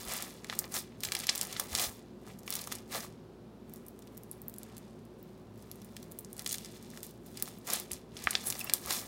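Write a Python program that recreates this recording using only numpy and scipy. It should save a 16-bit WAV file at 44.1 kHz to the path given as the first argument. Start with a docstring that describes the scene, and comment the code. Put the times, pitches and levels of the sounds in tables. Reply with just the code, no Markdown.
"""Foam-bead slime, kneaded, folded and stretched by hand on a tiled counter close to a phone.
Air pockets burst as short decaying tones, each with a splatter of weaker neighbours; hollow pockets ring lower.
Swarms of tiny random bursts follow the hand movements: dense crackle, lone ticks, low wet squelch.
A wet slit squeaks (torn harmonic tones) and palms thump the counter (slow low bursts).
Tiles and a small room echo the slime (decaying noise); shaped noise and sines form air, drone and motor hum."""
import sys
import numpy as np
from scipy import signal
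from scipy.fft import rfft, irfft, next_fast_len
from scipy.io import wavfile
from scipy.ndimage import uniform_filter1d

SR = 44100
rng = np.random.default_rng(int(sys.argv[2]) if len(sys.argv) > 2 else 0)


def dump(signal):
    """Clip the signal to [-1, 1] and save it as 16-bit WAV at the path in sys.argv[1]."""
    limited = np.clip(np.atleast_2d(signal).T, -1, 1)
    pcm = np.round(limited * 32767).astype(np.int16)
    wavfile.write(sys.argv[1], SR, pcm)


N = 399987
T_S = np.arange(N) / SR

# single bursting pockets: t/s, peak level/dB, f/Hz, spectral spread/octaves, splatter re peak/dB
POPS = [(0.0854, -25, 10320, 0.3, -16), (0.1211, -22, 6630, 0.54, -11), (0.137, -16.5, 11300, 0.29, -20),
        (0.1657, -18, 11530, 0.48, -14), (0.2239, -14, 11250, 0.59, -13), (0.4454, -24, 5570, 0.66, -20),
        (0.4987, -15.5, 3070, 0.56, -22), (0.5262, -25, 2760, 0.95, -9), (0.5351, -24, 5800, 1.29, -9),
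        (0.5511, -26, 10370, 0.59, -12), (0.59, -4.5, 10800, 0.38, -18), (0.642, -27.5, 4010, 0.41, -16),
        (0.6549, -30, 10940, 0.59, -18), (0.7205, -25, 10970, 0.43, -8), (0.7408, -24, 6860, 0.3, -7),
        (0.7895, -24, 7840, 0.43, -11), (1.0056, -21.5, 8590, 0.73, -16), (1.0347, -14, 7000, 0.82, -6.5),
        (1.0433, -22, 13620, 0.24, -17), (1.0492, -17.5, 8110, 0.6, -7), (1.054, -22, 8200, 0.57, -13),
        (1.0874, -24, 4750, 0.55, -22), (1.1203, -10.5, 5900, 0.73, -9.5), (1.136, -19, 11020, 0.68, -16),
        (1.151, -7.5, 6000, 0.69, -15), (1.1673, -23, 4630, 0.22, -17), (1.1902, -14, 9430, 0.6, -22),
        (1.1999, -22, 7340, 0.48, -13), (1.202, -22.5, 6500, 0.5, -6), (1.2338, -27, 6140, 1.1, -3),
        (1.2375, -21, 6630, 0.69, -11), (1.2424, -22, 7020, 0.82, -15), (1.2695, -9.5, 8550, 0.62, -20),
        (1.2915, -9.5, 3800, 0.47, -12), (1.2952, -7, 5400, 0.35, -17), (1.3517, -18.5, 7200, 0.55, -9),
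        (1.3566, -18, 13340, 0.19, -21), (1.3783, -14, 8400, 0.42, -18), (1.3903, -24, 7940, 0.64, -13),
        (1.413, -7, 7700, 0.48, -25), (1.4216, -20, 8890, 0.73, -13), (1.4307, -14, 10920, 0.63, -15),
        (1.439, -25, 10300, 0.43, -19), (1.4512, -24, 6800, 0.38, -19), (1.4702, -23, 11020, 0.45, -16),
        (1.513, -29, 9870, 0.64, -13), (1.5268, -16.5, 6110, 0.79, -11.5), (1.5656, -24, 3700, 0.44, -12),
        (1.5967, -6.5, 8600, 0.97, -16), (1.5994, -7, 9500, 0.54, -22.5), (1.7284, -21, 10040, 0.77, -10),
        (1.7513, -8.5, 5600, 0.4, -17), (1.7602, -23, 5110, 0.41, -13), (1.779, -16, 9400, 0.63, -15),
        (1.786, -14, 5820, 0.64, -14), (1.796, -16, 6560, 0.61, -7), (1.804, -13, 7810, 1.1, -13),
        (1.8154, -18, 10440, 0.31, -12), (1.8395, -19, 7490, 0.63, -6), (2.2663, -37, 8050, 0.62, -15),
        (2.3883, -34, 9730, 0.56, -12), (2.3918, -33, 10470, 0.37, -19), (2.433, -35, 8520, 0.53, -19),
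        (2.4651, -35, 10940, 0.63, -4), (2.4777, -18, 3560, 1.06, -12), (2.5045, -10, 12530, 0.42, -23),
        (2.5251, -14.5, 7160, 0.75, -12), (2.5388, -12, 10540, 0.52, -25), (2.5538, -10, 9600, 0.56, -16),
        (2.565, -16, 8600, 0.68, -16), (2.568, -22, 9590, 0.64, -12), (2.5908, -29.5, 5740, 0.6, -4),
        (2.612, -23, 8650, 0.64, -13), (2.6161, -19, 10080, 0.59, -17), (2.6405, -22, 5970, 0.64, -21),
        (2.6732, -18.5, 7460, 1, -11), (2.7167, -22.5, 5490, 0.69, -9), (2.7222, -18, 8330, 0.87, -14),
        (2.724, -14.5, 8800, 0.4, -28), (2.7526, -22, 9850, 0.37, -15), (2.7578, -24, 7950, 0.47, -22),
        (2.7846, -31, 8170, 0.68, -11), (3.0049, -28, 6080, 0.32, -13), (3.6965, -35, 11780, 0.51, -23),
        (3.7376, -25, 13310, 0.27, -30), (3.76, -30, 12190, 0.53, -17), (3.8653, -35.5, 10540, 0.23, -14),
        (3.8842, -27, 12890, 0.26, -27), (3.9912, -31.5, 12790, 0.44, -24), (4.022, -32.5, 7600, 0.86, -11),
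        (4.073, -35.5, 8520, 0.86, -11), (4.1715, -25, 12100, 0.7, -20), (4.177, -26, 12800, 0.32, -30),
        (4.2347, -29, 11620, 0.43, -28), (4.314, -23, 11100, 0.18, -26), (4.3293, -33, 9870, 0.77, -16),
        (4.4177, -27, 12700, 0.25, -29), (4.4822, -20.5, 13400, 0.15, -29), (4.497, -25, 12740, 0.42, -28),
        (4.5405, -26, 10850, 0.53, -27), (4.5631, -34, 11620, 0.4, -21), (4.5843, -24, 11040, 0.24, -33),
        (4.6323, -24.5, 9470, 0.46, -26), (4.7678, -29, 7600, 0.64, -13), (4.7804, -27, 10890, 0.42, -15),
        (5.0523, -36, 9240, 0.81, -23), (5.228, -37, 14730, 0.14, -20), (5.6243, -34.5, 9260, 0.51, -19),
        (5.7148, -18, 10800, 0.56, -23), (5.7575, -35, 10820, 0.42, -23), (5.818, -31, 8300, 0.7, -15),
        (5.8465, -33, 13000, 0.36, -14), (5.9664, -20, 6500, 0.84, -16), (6.0276, -26, 10080, 0.86, -13),
        (6.0408, -34, 9500, 0.94, -14), (6.115, -27, 9910, 0.75, -19), (6.1201, -25.5, 12740, 0.37, -18),
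        (6.1886, -21, 12000, 0.27, -14), (6.2086, -33, 13380, 0.2, -24), (6.2476, -30, 7650, 0.3, -20),
        (6.3303, -25.5, 10500, 0.24, -25), (6.3673, -29, 9830, 0.38, -25), (6.3803, -29, 9430, 0.3, -24),
        (6.3942, -17, 7900, 0.46, -24), (6.4212, -26, 11490, 0.41, -20), (6.4459, -28, 9470, 0.49, -22),
        (6.4618, -17, 7660, 0.6, -8.5), (6.4657, -23, 9080, 0.55, -16), (6.4752, -13, 9360, 0.58, -23),
        (6.4922, -24, 6530, 0.25, -11), (6.4963, -20, 9100, 0.58, -22), (6.502, -22, 7100, 0.32, -25),
        (6.5106, -21, 6640, 0.51, -10), (6.5197, -10.5, 9450, 0.64, -25), (6.5254, -23, 8000, 0.48, -4),
        (6.5283, -11, 8600, 0.46, -25), (6.5425, -13, 8100, 0.75, -12), (6.5546, -22, 10110, 0.47, -24),
        (6.5583, -26, 7680, 0.6, -18), (6.5833, -18.5, 6870, 0.64, -23), (6.6476, -29, 4800, 0.27, -30),
        (6.6482, -31, 9300, 0.27, -30), (6.6584, -28, 6530, 0.54, -14), (6.8266, -32, 8430, 0.53, -17),
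        (6.9025, -31, 9360, 0.61, -13), (6.9746, -23, 4970, 0.97, -22), (7.0051, -33, 6560, 0.56, -17),
        (7.0311, -15, 11840, 0.59, -25), (7.0502, -34, 10710, 0.62, -17), (7.0669, -29, 11170, 0.28, -25),
        (7.109, -34, 11320, 0.37, -23), (7.263, -36, 13050, 0.37, -11), (7.3724, -27.5, 8100, 0.48, -7),
        (7.3991, -26, 8280, 0.44, -17), (7.4244, -4, 12800, 0.49, -25), (7.4571, -31, 6550, 0.38, -17),
        (7.4774, -22, 8170, 0.99, -15), (7.486, -28, 9680, 0.41, -19), (7.586, -36, 12670, 0.22, -25),
        (7.67, -26, 9760, 0.52, -8), (7.675, -22, 8610, 0.57, -12), (7.7014, -15.5, 8000, 0.48, -8.5),
        (7.735, -7, 10600, 0.26, -24), (7.7996, -17, 11020, 0.37, -18), (7.9132, -29.5, 5030, 1.1, 0),
        (7.9172, -15.5, 9760, 0.28, -25), (7.933, -17, 8800, 0.33, -21), (8.1682, -27.5, 4400, 0.38, -18),
        (8.1727, -29, 8070, 0.39, -13), (8.1985, -34, 11660, 0.52, -13), (8.2228, -31, 7530, 0.69, -7),
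        (8.2399, -19.5, 9760, 0.48, -16), (8.2718, -14, 1950, 0.45, -15), (8.3082, -13, 9260, 0.36, -11),
        (8.353, -4, 2880, 0.48, -28), (8.4707, -15, 10160, 0.3, -17), (8.5023, -9.5, 9560, 0.45, -13),
        (8.5244, -16, 7910, 0.87, -8.5), (8.553, -22.5, 4160, 1, -12), (8.593, -18.5, 12040, 0.27, -19),
        (8.6044, -19, 9440, 0.65, -13), (8.6442, -15.5, 12630, 0.31, -25), (8.6971, -13, 4650, 0.67, -15.5),
        (8.737, 1.5, 10600, 0.4, -32), (8.8718, -24, 6560, 1.2, -13), (8.9055, -9, 5940, 1.17, -8),
        (8.927, -16.5, 9450, 0.34, -11)]
# larger hollow pockets: t/s, peak level/dB, f/Hz, swell time/cycles
HOLLOWS = [(0.445, -33.5, 2020, 1), (0.497, -26, 1340, 0.63), (0.526, -26, 1270, 0.67),
           (1.086, -32, 2210, 0.65), (1.121, -25, 2850, 0.53), (1.29, -20.5, 2300, 0.8),
           (1.563, -33, 1640, 0.8), (1.596, -27, 1290, 0.76), (2.274, -42.5, 1280, 0.8),
           (2.478, -29, 2300, 0.8), (2.673, -31, 1150, 0.65), (2.721, -30, 1400, 0.74),
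           (4.732, -47, 827, 0.73), (6.935, -42, 1800, 0.9), (6.973, -38, 1610, 0.9),
           (7.424, -35, 1830, 0.58), (7.476, -36.5, 1170, 0.57), (7.911, -35.5, 2490, 0.99),
           (8.271, -12, 1520, 0.89), (8.33, -26, 2340, 0.65), (8.353, -18, 2770, 0.52),
           (8.553, -36.5, 844, 0.74), (8.673, -36, 2700, 0.8), (8.696, -22.5, 2650, 0.75),
           (8.871, -34, 1300, 0.8), (8.905, -27, 1310, 0.73)]
# hand movements (squeeze, drag or peel): full from t/s, full until t/s, rise/(s per 20 dB),
# fall/(s per 20 dB), nominal crackle level/dB, nominal squelch level/dB, crackle pitch shift/octaves
STROKES = [(0.0, 0.02, .05, .11, -45, -55, .4), (0.115, 0.15, .11, .21, -39, -45, -.25),
           (0.445, 0.47, .05, .11, -62, -59, -.9), (0.51, 0.52, .055, .14, -50, -54, -.45),
           (0.6, 0.65, .06, .05, -57, -54, -.1), (0.755, 0.77, .042, .05, -32, -42, .4),
           (1.04, 1.07, .04, .09, -45, -53, -.1), (1.15, 1.17, .09, .25, -46, -50, -.6),
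           (1.297, 1.31, .05, .11, -41, -58, -.75), (1.36, 1.44, .11, .13, -47, -52, -.3),
           (1.5, 1.58, .09, .08, -50, -57, -.7), (1.6, 1.606, .025, .12, -42, -48, .05),
           (1.75, 1.78, .085, .11, -41, -46, -.3), (1.825, 1.83, .08, .08, -29, -39, .45),
           (2.285, 2.3, .09, .11, -59, -58, -.2), (2.51, 2.58, .065, .2, -46, -52, -.2),
           (2.722, 2.73, .03, .09, -47, -50, -.52), (2.92, 2.94, .012, .11, -41, -46, -.1),
           (2.952, 2.965, .05, .06, -37, -41, .33), (3.04, 3.048, .11, .032, -45, -50, .15),
           (3.74, 3.76, .13, .35, -65, -69, .52), (4.15, 4.6, .52, .4, -71, -71, .1),
           (4.62, 4.79, .11, .3, -67, -68, -.75), (5.24, 5.25, .2, .4, -71, -76, -.2),
           (5.58, 6.37, .08, .11, -67, -70, .05), (6.39, 6.395, .03, .08, -51, -55, .05),
           (6.465, 6.54, .025, .12, -47, -61, -.05), (6.61, 6.67, .11, .2, -57, -72, -.5),
           (6.72, 6.95, .11, .11, -64, -72, -.42), (6.97, 6.985, .08, .03, -55, -59, .4),
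           (7.04, 7.045, .035, .13, -52, -63, .2), (7.27, 7.28, .06, .2, -58, -70, .3),
           (7.37, 7.5, .05, .16, -56, -62, -.35), (7.68, 7.705, .025, .06, -39, -43, .4),
           (7.728, 7.736, .055, .085, -34, -41, -.1), (7.78, 7.797, .06, .05, -48, -52, .05),
           (7.92, 7.927, .025, .07, -47, -56, -.15), (8.17, 8.26, .06, .11, -56, -60, -.7),
           (8.33, 8.37, .14, .11, -47, -54, -.8), (8.42, 8.6, .06, .06, -51, -58, -1.1),
           (8.468, 8.476, .055, .14, -35, -51, .9), (8.6, 8.61, .08, .04, -43, -54, .35),
           (8.64, 8.72, .11, .11, -56, -54, -.6), (8.742, 8.748, .025, .085, -43, -54, .3),
           (8.915, 8.93, .095, .12, -32, -40, .2), (8.99, 9.01, .08, .05, -40, -50, .6)]
# air forced through a narrow wet slit: t/s, length/s, level/dB, start f/Hz, end f/Hz, breathiness/0-1
SQUEAKS = [(8.461, 0.032, -28.5, 10700, 10560, .9), (8.608, 0.0098, -32, 2860, 2530, 0.25),
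           (8.616, 0.0098, -48, 2650, 2600, .1), (8.668, 0.016, -41, 2580, 2790, .1)]
# hands landing on the counter: t/s, peak level/dB, f/Hz
THUMPS = [(0.059, -45, 56.5), (1.068, -48, 70.0), (1.717, -39, 75.4), (1.865, -44, 64.6),
          (3.072, -51, 59.2), (7.015, -50, 108), (7.726, -56, 109), (7.917, -45, 69.6), (8.131, -51, 78.1),
          (8.243, -46, 64), (8.362, -57, 94.2), (8.845, -48, 70.0)]
# air noise spectrum, relative: f/Hz, density/(dB per Hz)
AIR_SPECTRUM = [(30, -35.5), (55, -17.5), (85, -22), (140, -12), (250, -4.5), (320, -12.5), (500, -13),
                (800, -21), (1000, -22.5), (2000, -34.5), (4000, -36.5), (7000, -45), (16000, -48.5)]
# appliance drone in the room's low modes: f/Hz, half-amplitude width/Hz, rms level/dB
DRONE_MODES = [(109, 23, -62), (159.7, 14, -62.5), (196.5, 14, -63), (222.6, 35, -59.5), (366.3, 47, -59),
               (431.8, 12, -68.5)]
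# appliance motor tones: f/Hz, rms level/dB
MOTOR_TONES = [(59.3, -65.5), (118.4, -64.5)]

CRACKLE_CENTRE_HZ, SQUELCH_CENTRE_HZ = 7000, 1100
# slime settling round a burst pocket: crackle and squelch re the pop's peak, decay time
SETTLE_CRACKLE_DB, SETTLE_SQUELCH_DB, SETTLE_T60_S = -42, -52, .12
# creep after a movement: level re the movement, s per 20 dB of fall, pitch shift
CREEP_DB, CREEP_S_PER_20DB, CREEP_OCT = -23, .21, -1.3
GIVE_DB, GIVE_PER_S = 1.6, 30  # the slime yields in fits and starts: spread and rate of random levels
FINE_DB = -1.3  # dense crackle re the crackle level
# lone ticks: level in a gentle drag, the drag's crackle level, exponent on louder movement
TICKS_DB, DRAG_DB, TICKS_FOLLOW = -73, -70, .8
AIR_DB = -54.5
TILES_DB, TILES_T60_S = -29.5, .035
ROOM_DB, ROOM_T60_S, ROOM_TREBLE_T60_S = -42.0, 0.23, 0.19
TOP_HZ = 15950


def undb(db):
    """Amplitude ratio of a level in dB."""
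    return 10 ** (np.asarray(db) / 20)


def level(x, rms_db):
    """Scale x to an rms level."""
    return x * undb(rms_db) / np.sqrt(np.mean(x ** 2))


def fade(t_s, t60_s):
    """Exponential decay, -60 dB at t60_s."""
    return np.exp(-np.log(1000) * t_s / t60_s)


def bursts(start_s, db, hz, cycles, glide, size=256):
    """Small cavities opening: a smooth swell peaks after `cycles` periods and decays as the pitch glides."""
    start = (start_s * SR).astype(int)
    t_s = np.maximum(np.arange(size) / SR - (start_s - start / SR)[:, None], 0)
    u = 2 * t_s * (hz / cycles)[:, None]
    swell = (np.e * u / 2) ** 2 * np.exp(-u)
    start_turns = rng.random((len(start_s), 1))
    turns = hz[:, None] * t_s * (1 + glide * np.tanh(u / 8)) + start_turns
    wave = swell * np.cos(2 * np.pi * turns)
    # air pushed out is drawn back in: no net flow
    wave -= swell * wave.sum(axis=1, keepdims=True) / swell.sum(axis=1, keepdims=True)
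    taper = np.hanning(2 * size)[size:]
    out = np.zeros(N + size)
    np.add.at(out, start[:, None] + np.arange(size), wave * undb(db)[:, None] * taper)
    return out[:N]


def swarm(per_s, scatter_db, centre_hz, spread_oct, cycles, size):
    """Many cavities bursting at random, a few much louder than the rest; rms 1."""
    when, tune, loud, ring = rng.random((int(per_s * N / SR), 4)).T
    start_s = np.sort(when) * (N - 1) / SR
    centre = np.interp(start_s, T_S, centre_hz)
    hz = np.clip(centre * 2 ** (spread_oct * (2 * tune - 1)), 300, 15800)
    # small pockets ring briefly, so they start a little stronger
    db = 2.4 * np.log2(hz / centre) - scatter_db * np.log(1 - .995 * loud)
    return level(bursts(start_s, db, hz, cycles * (.5 + ring), 0.15, size=size), 0)


def pops(neighbours=14):
    """Bursting pockets: a narrow spectrum means longer ringing; neighbours give way milliseconds later."""
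    start_s, db, hz, spread_oct, splatter_db = np.transpose(POPS)
    cycles = np.clip(0.19 / np.maximum(spread_oct - .05, .1), .12, 3)
    direct = bursts(start_s, db, hz, cycles, 0.022)

    chance = rng.random((len(start_s), neighbours, 3))
    wait_s = 0.000302 + .006 * chance[..., 0] ** 1.5
    near_oct = 1.88 * spread_oct[:, None] * (2 * chance[..., 1] - 1)
    near_hz = np.clip(hz[:, None] * 2 ** near_oct, 500, 15000)
    # later neighbours are weaker, by 0.9 dB per ms
    near_db = (db + splatter_db)[:, None] + 6.0 * (1 - 2 * chance[..., 2]) - 900 * wait_s
    near_s = start_s[:, None] + wait_s
    near_cycles = np.repeat(1.53 * cycles, neighbours)
    splatter = bursts(near_s.ravel(), near_db.ravel(), near_hz.ravel(), near_cycles, .05, size=128)

    # the tile under each pocket returns it a moment later, notching its spectrum
    bounce_s = .00012 + 0.000307 * rng.random(len(start_s))
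    bounce = bursts(start_s + bounce_s, db - 6.0, hz, cycles, .03)
    return direct + bounce + splatter


def hollows():
    """Low hollow pockets, ringing just after the listed time; pitch sags as the walls relax."""
    start_s, db, hz, cycles = np.transpose(HOLLOWS)
    return bursts(start_s + 0.000886, db, hz, np.clip(cycles, .3, 4), -0.027, size=512)


def settling(values):
    """Slime settling after pops: each pop's value is left as a power that dies away."""
    kicks = np.zeros(N)
    np.add.at(kicks, (np.transpose(POPS)[0] * SR).astype(int), values)
    power_decay = fade(2 / SR, SETTLE_T60_S)
    return signal.lfilter([1], [1, -power_decay], kicks)


def kneading():
    """Tiny pockets crackle between the beads; larger wet ones smack lower as skin peels away."""
    t_s = T_S[::64]
    start, end, rise, fall, crackle_db, squelch_db, shift_oct = np.transpose(STROKES)[:, :, None]
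    away_db = -20 * (np.maximum(start - t_s, 0) / rise + np.maximum(t_s - end, 0) / fall)
    stroke = undb(away_db) ** 2
    # the lump keeps creeping after each movement
    creep = undb(CREEP_DB - 20 * (t_s - end) / CREEP_S_PER_20DB) ** 2 * (t_s > end)

    def summed(db, stroke_weight, creep_weight=1):
        """Total weighted power of strokes and creep."""
        power = undb(db) ** 2 * (stroke * stroke_weight + creep * creep_weight)
        return np.interp(T_S, t_s, np.sum(power, axis=0))

    _, pop_db, pop_hz, _, _ = np.transpose(POPS)
    pop_power = undb(pop_db) ** 2
    pop_oct = np.log2(pop_hz / CRACKLE_CENTRE_HZ)
    settle_gain = undb(SETTLE_CRACKLE_DB) ** 2
    settled = settling(pop_power)
    crackle_power = summed(crackle_db, 1) + settle_gain * settled + 1e-18
    squelch_power = summed(squelch_db, 1) + undb(SETTLE_SQUELCH_DB) ** 2 * settled
    # power-weighted mean: the loudest cause dominates the crackle's pitch
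    weighted_oct = summed(crackle_db, shift_oct, CREEP_OCT) + settle_gain * settling(pop_power * pop_oct)
    octaves = weighted_oct / crackle_power

    knots_s = np.arange(0, T_S[-1] + 1, 1 / GIVE_PER_S)
    crackle_give, squelch_give = [undb(GIVE_DB * np.interp(T_S, knots_s, r))
                                  for r in rng.standard_normal((2, len(knots_s)))]

    crackle_hz = CRACKLE_CENTRE_HZ * 2 ** np.clip(octaves, -1.5, 1)
    crackle = swarm(4000, 3.15, crackle_hz, 1.317, .45, size=80) * undb(FINE_DB)
    crackle = crackle * np.sqrt(crackle_power) * crackle_give

    ticks_hz = 1.15 * CRACKLE_CENTRE_HZ * 2 ** np.clip(octaves, -1.5, .6)
    ticks = swarm(170, 2.8, ticks_hz, .8, .4, size=80)
    ticks = ticks * undb(TICKS_DB) * (np.sqrt(crackle_power) / undb(DRAG_DB)) ** TICKS_FOLLOW

    squelch = swarm(2200, 2.5, np.full(N, SQUELCH_CENTRE_HZ), 1.15, 0.63, size=320)
    squelch = squelch * np.sqrt(squelch_power) * squelch_give
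    return ticks + crackle + squelch


def squeaks():
    """Slit lips flutter: a tone with up to two overtones, torn up by turbulence when breathy."""
    out = np.zeros(N)
    for start_s, length_s, db, hz0, hz1, breathy in SQUEAKS:
        u = np.arange(int(length_s * SR)) / (length_s * SR)
        phase = 2 * np.pi * np.cumsum(hz0 + (hz1 - hz0) * np.sqrt(u)) / SR
        tone = sum(undb(-9.0 * k) * np.sin((k + 1) * phase) for k in range(3) if (k + 1) * hz0 < TOP_HZ)
        gusts = uniform_filter1d(rng.standard_normal(4096), size=24)[:len(u)] * 5
        envelope = undb(db) * np.sin(np.pi * u) ** .6
        out[int(start_s * SR):][:len(u)] += envelope * (1 - breathy + breathy * gusts) * tone
    return out


def thumps():
    """The counter answers a landing palm with a dull low knock."""
    start_s, db, hz = np.transpose(THUMPS)
    return bursts(start_s, db, hz, np.full(len(start_s), 1.2), 0., size=4096)


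def echoes(x):
    """Dense quick tile reflections, then the room's tail, shorter in the treble."""
    t_s = np.arange(SR // 2) / SR
    near, far = rng.standard_normal((2, len(t_s)))
    bass = signal.sosfilt(signal.butter(2, 3000, fs=SR, output="sos"), far)
    tail = bass * fade(t_s, ROOM_T60_S) + (far - bass) * fade(t_s, ROOM_TREBLE_T60_S)
    tiles = undb(TILES_DB) * near * fade(t_s, TILES_T60_S) * np.clip(t_s / 0.00098, 0, 1)
    room = undb(ROOM_DB) * tail * np.clip(t_s / 0.012, 0, 1)
    return x + signal.fftconvolve(x, tiles + room)[:N]


def coloured(gain_at):
    """Noise whose amplitude at each frequency is gain_at(Hz)."""
    size = next_fast_len(N)
    hz = np.arange(1, size // 2 + 2) * SR / size
    return irfft(rfft(rng.standard_normal(size)) * gain_at(hz), size)[:N]


def room_tone():
    """Broad air noise, an appliance drone gathered in the room's low modes, and its motor tones."""
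    air_hz, air_db = np.transpose(AIR_SPECTRUM)
    air = coloured(lambda f: undb(np.interp(np.log(f), np.log(air_hz), air_db, left=-60)))
    drone = sum(level(coloured(lambda f: 1 / (1 + (2 * (f - hz) / width_hz) ** 2)), db)
                for hz, width_hz, db in DRONE_MODES)
    motor = sum(level(np.sin(2 * np.pi * (hz * T_S + rng.random())), db) for hz, db in MOTOR_TONES)
    return level(air, AIR_DB) + drone + motor


def scene():
    """Echoed slime sounds, plus thumps and room tone without added echo."""
    slime = pops() + hollows() + kneading() + squeaks()
    return (echoes(slime) + thumps() + room_tone())[None]


def record(dry):
    """The phone cuts the top: steep low-pass."""
    return signal.sosfilt(signal.ellip(10, .2, 60, TOP_HZ, fs=SR, output="sos"), dry)


dry = scene()
out = record(dry)
dump(out)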